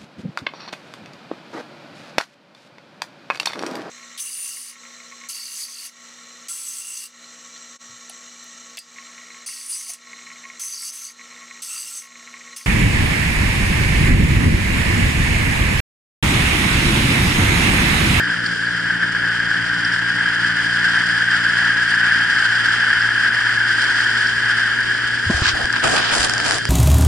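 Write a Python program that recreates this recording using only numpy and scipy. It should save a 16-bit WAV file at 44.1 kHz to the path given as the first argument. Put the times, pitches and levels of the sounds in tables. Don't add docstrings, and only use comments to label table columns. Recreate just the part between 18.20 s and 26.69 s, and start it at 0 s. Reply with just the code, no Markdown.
import sys
import numpy as np
from scipy import signal
from scipy.fft import rfft, irfft, next_fast_len
from scipy.io import wavfile
from scipy.ndimage import map_coordinates

SR = 44100
rng = np.random.default_rng(int(sys.argv[2]) if len(sys.argv) > 2 else 0)


def persist_wave(psi):
    counts = np.round(np.clip(psi, -1, 1) * 32767).astype(np.int16)
    wavfile.write(sys.argv[1], SR, np.atleast_2d(counts).T)


N = 374409

# (frequency [Hz], width [Hz], boost [dB])
CASE_RESONANCES = [(1613, 530, 17.5), (3098, 630, 14), (4840, 460, 4), (7360, 940, 8.5), (8550, 610, 7),
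                   (9780, 1230, 7.5)]
# (frequency [Hz], relative likeness [ratio])
STEREO_LIKENESS = [(120, -0.14), (300, 1.24), (480, 0.61), (630, 0.5), (850, 1.6), (1050, 0), (1200, 0.8),
                   (1500, 2), (1850, 2.4), (2200, 0.23), (2800, -0.23), (3900, 1.03), (4900, 1.07),
                   (6300, 0.13)]
# (frequency [Hz], phase [rad])
RIGHT_LEAD = [(170, 0), (380, 2.7), (600, 2.7), (690, -.9), (850, -.3), (1350, -.45), (2000, 0),
              (2800, 1.7), (4100, 3.3), (4700, 6.1), (5200, 6.4), (6500, 8.2)]
# (frequency [Hz], level [dB])
LEFT_BOOST = [(100, 1.5), (250, 1), (550, -2.5), (760, 5.5), (1000, -2), (1500, 2), (2200, 2), (3200, -5.5),
              (3800, 0.5), (4400, -4.5), (5100, 2), (6200, -2.5), (7500, 3), (9000, -1.5)]
# (multiple of the firing rate [count], level [dB], share of the turning fade [ratio])
ENGINE_TONES = [(1, -54.5, 0), (2, -39, -0.0046), (3, -38, 0.93), (4, -48, -0.049), (5, -43.5, 0.84),
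                (6, -58, -0.26), (7, -66, -0.39), (9, -62, 0.77), (10, -63, 0.37)]
# (time [s], level [dB])
TURNING_FADE = [(0, 2.5), (1, -1), (2.1, 0.5), (3.4, -1.5), (4.4, -11.5), (6, -34.5), (8.4, -14.5)]
# (frequency [Hz], level [dB])
PUFF_SPECTRUM = [(20, -18.5), (40, -7.5), (62, -4), (85, -6.5), (130, -1), (200, -6.5), (300, 1.5),
                 (420, -0.5), (620, -11), (1200, -45)]
# (time [s], level [dB])
CHURN_LEVEL = [(0.0, -19.5), (0.33, -23), (0.57, -20.5), (1.98, -19), (2.48, -17.5), (3.36, -17.5),
               (4.02, -16.5), (6.36, -18), (8.28, -24), (8.49, -27)]
# (frequency [Hz], level [dB])
CHURN_SPECTRUM = [(30, -10), (300, -9), (600, -11.5), (800, -6.5), (950, -2.5), (1120, -4), (1350, 0.5),
                  (1650, 4), (1900, 3), (2300, -2), (2900, -9.5), (3800, -10.5), (6000, -58.5)]
# (time [s], level [dB])
SPRAY_LEVEL = [(0.55, -39.5), (0.57, -38), (0.69, -41), (2.7, -36.5), (4.43, -35.5), (5.29, -37.5),
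               (5.61, -34), (6.89, -38.5), (7.0, -37)]
# (frequency [Hz], level [dB])
SPRAY_SPECTRUM = [(800, -36.5), (2000, -10), (2800, -6.5), (3800, 1), (5000, 5.5), (6300, -7.5),
                  (8500, -14), (10000, -16), (11000, -29.5)]
# (time [s], level [dB], pitch [Hz])
DROP_HITS = [(0.2614, -12.5, 4710), (0.465, -22, 4370), (1.6478, -14.5, 5030), (1.7207, -21, 5000),
             (4.8165, -15, 4840), (6.071, -14.5, 4970)]
# (time [s], level [dB])
SPLASH_HITS = [(0.7036, -8.5), (0.8328, -9), (0.9491, -8.5), (1.049, -10), (1.2018, -8.5), (1.3136, -6.5),
               (7.502, -7), (7.5384, -7.5)]
# (time [s], level [dB], pitch [Hz], time to fade 60 dB [s])
HAND_BUMPS = [(7.064, -19.5, 90, 0.18), (7.098, -1.5, 206, 0.027), (7.142, -18.5, 71, 0.17),
              (7.218, -3, 84, 0.026), (7.265, -27, 84.6, 0.19), (7.335, -25, 55, .09),
              (7.44, -20, 60, 0.051), (7.991, -27.5, 58, .2)]
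# (pitch [Hz], level [dB], time to fade 60 dB [s])
WALL_TONES = [(340, -15.5, 0.059), (610, -15.5, 0.027), (1030, -17.5, 0.037)]
# (start [s], end [s], drag level [dB], rasp level [dB], top of the rasp [Hz])
RUB_STROKES = [(7.084, 7.244, -27.5, -22, 7700), (7.217, 7.331, -45, -11, 5430),
               (7.326, 7.484, -25, -24.5, 4600), (7.516, 7.608, -31, -16, 3500),
               (7.613, 7.698, -26.5, -14.5, 3530), (7.618, 7.818, -19, -18, 9600),
               (7.752, 7.957, -27.5, -14.5, 4780), (7.905, 8.087, -23, -14.5, 11050),
               (8.063, 8.283, -27, -22.5, 7240), (8.24, 8.402, -23, -19, 9900)]
# (frequency [Hz], level [dB])
DRAG_SPECTRUM = [(25, -3.5), (80, -5.5), (200, -3.5), (350, 0), (520, -1), (720, 1.5), (1000, -8),
                 (1300, -6), (1650, -36), (2400, -23), (4000, -29.5)]
# (frequency [Hz], level [dB])
RASP_SPECTRUM = [(600, -18), (1000, -1), (1350, -4.5), (1700, -11.5), (2400, -1.5), (3100, -12), (3800, -2),
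                 (5000, 0.5), (7000, -7), (9500, -12), (11000, -16)]
# (time [s], level [dB])
SHARP_CLICKS = [(7.456, -13.5), (7.528, -16.5), (8.31, -7), (8.454, -10.5)]
# (frequency [Hz], level [dB])
CLICK_SPECTRUM = [(200, -31.5), (900, 3), (1600, -6.5), (2200, 3), (3050, -11), (4000, -5.5), (5000, 7.5),
                  (7000, -6.5), (10000, -11), (11000, -22)]


def amp(db):
    return 10 ** (np.asarray(db) / 20)


def unit(x):
    return x / np.sqrt(np.mean(x ** 2) + 1e-20)


def along(points, hz):
    freqs, values = np.transpose(points)
    return np.interp(np.log(hz + 1), np.log(freqs + 1), values)


def curve(points):
    return np.interp(np.arange(N) / SR, *np.transpose(points))


def wobble(rate):
    return map_coordinates(rng.standard_normal(int(N * rate / SR) + 4), [np.arange(N) * rate / SR])


def filtered(x, response):
    size = next_fast_len(N + 8192)
    return irfft(rfft(x, size) * response(np.fft.rfftfreq(size, 1 / SR)), size)[..., :N]


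def add(track, start, sound):
    part = track[..., round(start * SR):][..., :sound.shape[-1]]
    part += sound[..., :part.shape[-1]]


def grains(rate, spread_db):
    hits = rng.random((2, N)) < rate / SR
    signs = rng.choice([-1, 1], (2, N))
    return unit(hits * signs * amp(spread_db * rng.standard_normal((2, N)).clip(-2, 2)))


def through_case(pair, spectrum, likeness):
    def colour(hz):
        boost_db = sum(db / (1 + (2 * (hz - pitch) / width) ** 2) for pitch, width, db in CASE_RESONANCES)
        angle = np.arccos(np.clip(likeness * along(STEREO_LIKENESS, hz), 0, 1)) / 2
        return amp(along(spectrum, hz) + boost_db) * [np.cos(angle), np.sin(angle)]

    def openings(hz):
        left = amp(along(LEFT_BOOST, hz) / 2) * np.exp(-.5j * along(RIGHT_LEAD, hz))
        return np.array([left, 1 / left])

    mid, side = filtered(pair, colour)
    return unit(filtered(np.array([mid + side, mid - side]), openings))


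def engine(firing_hz=58.05, uneven_db=2.0, puff_db=-37, pulsing=0.37, masking=0.54):
    fade_db, water_db = curve(TURNING_FADE), curve(CHURN_LEVEL)
    phase = 2 * np.pi * np.cumsum(firing_hz * (1 + 0.0049 * wobble(25))) / SR
    drone = np.zeros(N)
    for multiple, db, share in ENGINE_TONES:
        drone -= np.sqrt(2) * amp(db + share * fade_db + uneven_db * wobble(30)) * np.cos(multiple * phase)
    gusts = (1 + pulsing * np.cos(phase)) * rng.standard_normal((2, N))
    puffs = through_case(gusts, PUFF_SPECTRUM, likeness=0.98)
    puff_gain = amp(puff_db - masking * (water_db - water_db.mean()))
    return drone * amp([[1.8], [-2.2]]) + puff_gain * puffs


def water(churn_db=0.62, spray_db=7.0, swell_db=0.5):
    surge = wobble(35)
    rush = rng.standard_normal((2, N)) * amp(.6 * surge + .7 * wobble(150))
    churn = amp(swell_db * wobble(7)) * through_case(rush, CHURN_SPECTRUM, likeness=0.8)
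    droplets = grains(rate=16000, spread_db=5.0) * amp(0.86 * surge + 1.32 * wobble(90))
    spray = through_case(droplets, SPRAY_SPECTRUM, likeness=0.73)
    return amp(curve(CHURN_LEVEL) + churn_db) * churn + amp(curve(SPRAY_LEVEL) + spray_db) * spray


def drops(gain_db=-1, fade_s=0.024, width_hz=900):
    out, t = np.zeros(N), np.arange(SR // 8) / SR
    for start, db, hz in DROP_HITS:
        band = signal.butter(4, [hz - width_hz / 2, hz + width_hz / 2], "bandpass", fs=SR, output="sos")
        spatter = signal.sosfilt(band, amp(-60 * t / fade_s) * rng.standard_normal(len(t)))
        add(out, start, amp(db + gain_db) * spatter / np.abs(spatter).max())
    return out


def splashes(gain_db=4.5, rise_s=0.00056, fade_s=0.022):
    out, t = np.zeros(N), np.arange(SR // 8) / SR
    lowest_hz = CASE_RESONANCES[0][0]
    ring = amp(-60 * t / fade_s) * (1 - np.exp(-t / rise_s)) * np.sin(2 * np.pi * lowest_hz * t)
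    for start, db in SPLASH_HITS:
        add(out, start, amp(db + gain_db) * ring)
    return out * amp([[1], [-1]])


def bumps(gain_db=5, rise_s=0.0021, full_ring_hz=200, wall_db_per_octave=5):
    def ring(hz, fade_s):
        return -amp(-60 * t / fade_s) * (1 - np.exp(-t / rise_s)) ** 2 * np.sin(2 * np.pi * hz * t)

    out, t = np.zeros(N), np.arange(SR // 4) / SR
    wall = sum(amp(db) * ring(hz, fade_s) for hz, db, fade_s in WALL_TONES)
    for start, db, hz, fade_s in HAND_BUMPS:
        wall_gain = amp(wall_db_per_octave * np.log2(hz / full_ring_hz))
        add(out, start, amp(db + gain_db) * (ring(hz, fade_s) + wall_gain * wall))
    return out


def rubbing(drag_db=-3.5, rasp_db=-4.0, press_s=0.028, lift_s=0.037):
    tugs = amp(1.7 * wobble(60)) * grains(rate=2500, spread_db=0.5)
    drag = through_case(tugs, DRAG_SPECTRUM, likeness=0.39)
    slips = amp(2.4 * wobble(200)) * grains(rate=3100, spread_db=3.5)
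    rasp = through_case(slips, RASP_SPECTRUM, likeness=0.34)
    out = np.zeros((2, N))
    for start, end, drag_level, rasp_level, top_hz in RUB_STROKES:
        span = slice(round(start * SR), round(end * SR))
        t = np.arange(span.start, span.stop) / SR
        pressure = np.clip(np.minimum((t - start) / press_s, (end - t) / lift_s), 0, 1)
        grit = signal.sosfilt(signal.butter(3, top_hz, fs=SR, output="sos"), rasp[:, span])
        stroke = amp(drag_level + drag_db) * drag[:, span] + amp(rasp_level + rasp_db) * grit
        add(out, start, pressure * stroke)
    return out


def clicks(level_db=-39.0, fade_s=0.0026):
    out, t = np.zeros((2, N)), np.arange(SR // 40) / SR
    for start, db in SHARP_CLICKS + crackle():
        add(out, start, amp(db - 60 * t / fade_s) * rng.standard_normal((2, len(t))))
    return amp(level_db) * through_case(out, CLICK_SPECTRUM, likeness=0.43)


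def crackle(start=8.03, end=8.41, rate=30, relative_db=-13, spread_db=1):
    slots = np.arange(start, end - 1 / rate, 1 / rate)
    late, size = rng.random((len(slots), 2)).T
    return list(zip(slots + late / rate, relative_db + spread_db * np.sqrt(12) * (size - .5)))


def scene():
    return engine() + water() + drops() + splashes() + bumps() + rubbing() + clicks()


def record(dry, ceiling=0.93, top_hz=11000):
    rounded = dry / (1 + np.abs(dry / ceiling) ** 8) ** (1 / 8)
    return filtered(rounded, lambda hz: hz < top_hz)


dry = scene()
out = record(dry)
persist_wave(out)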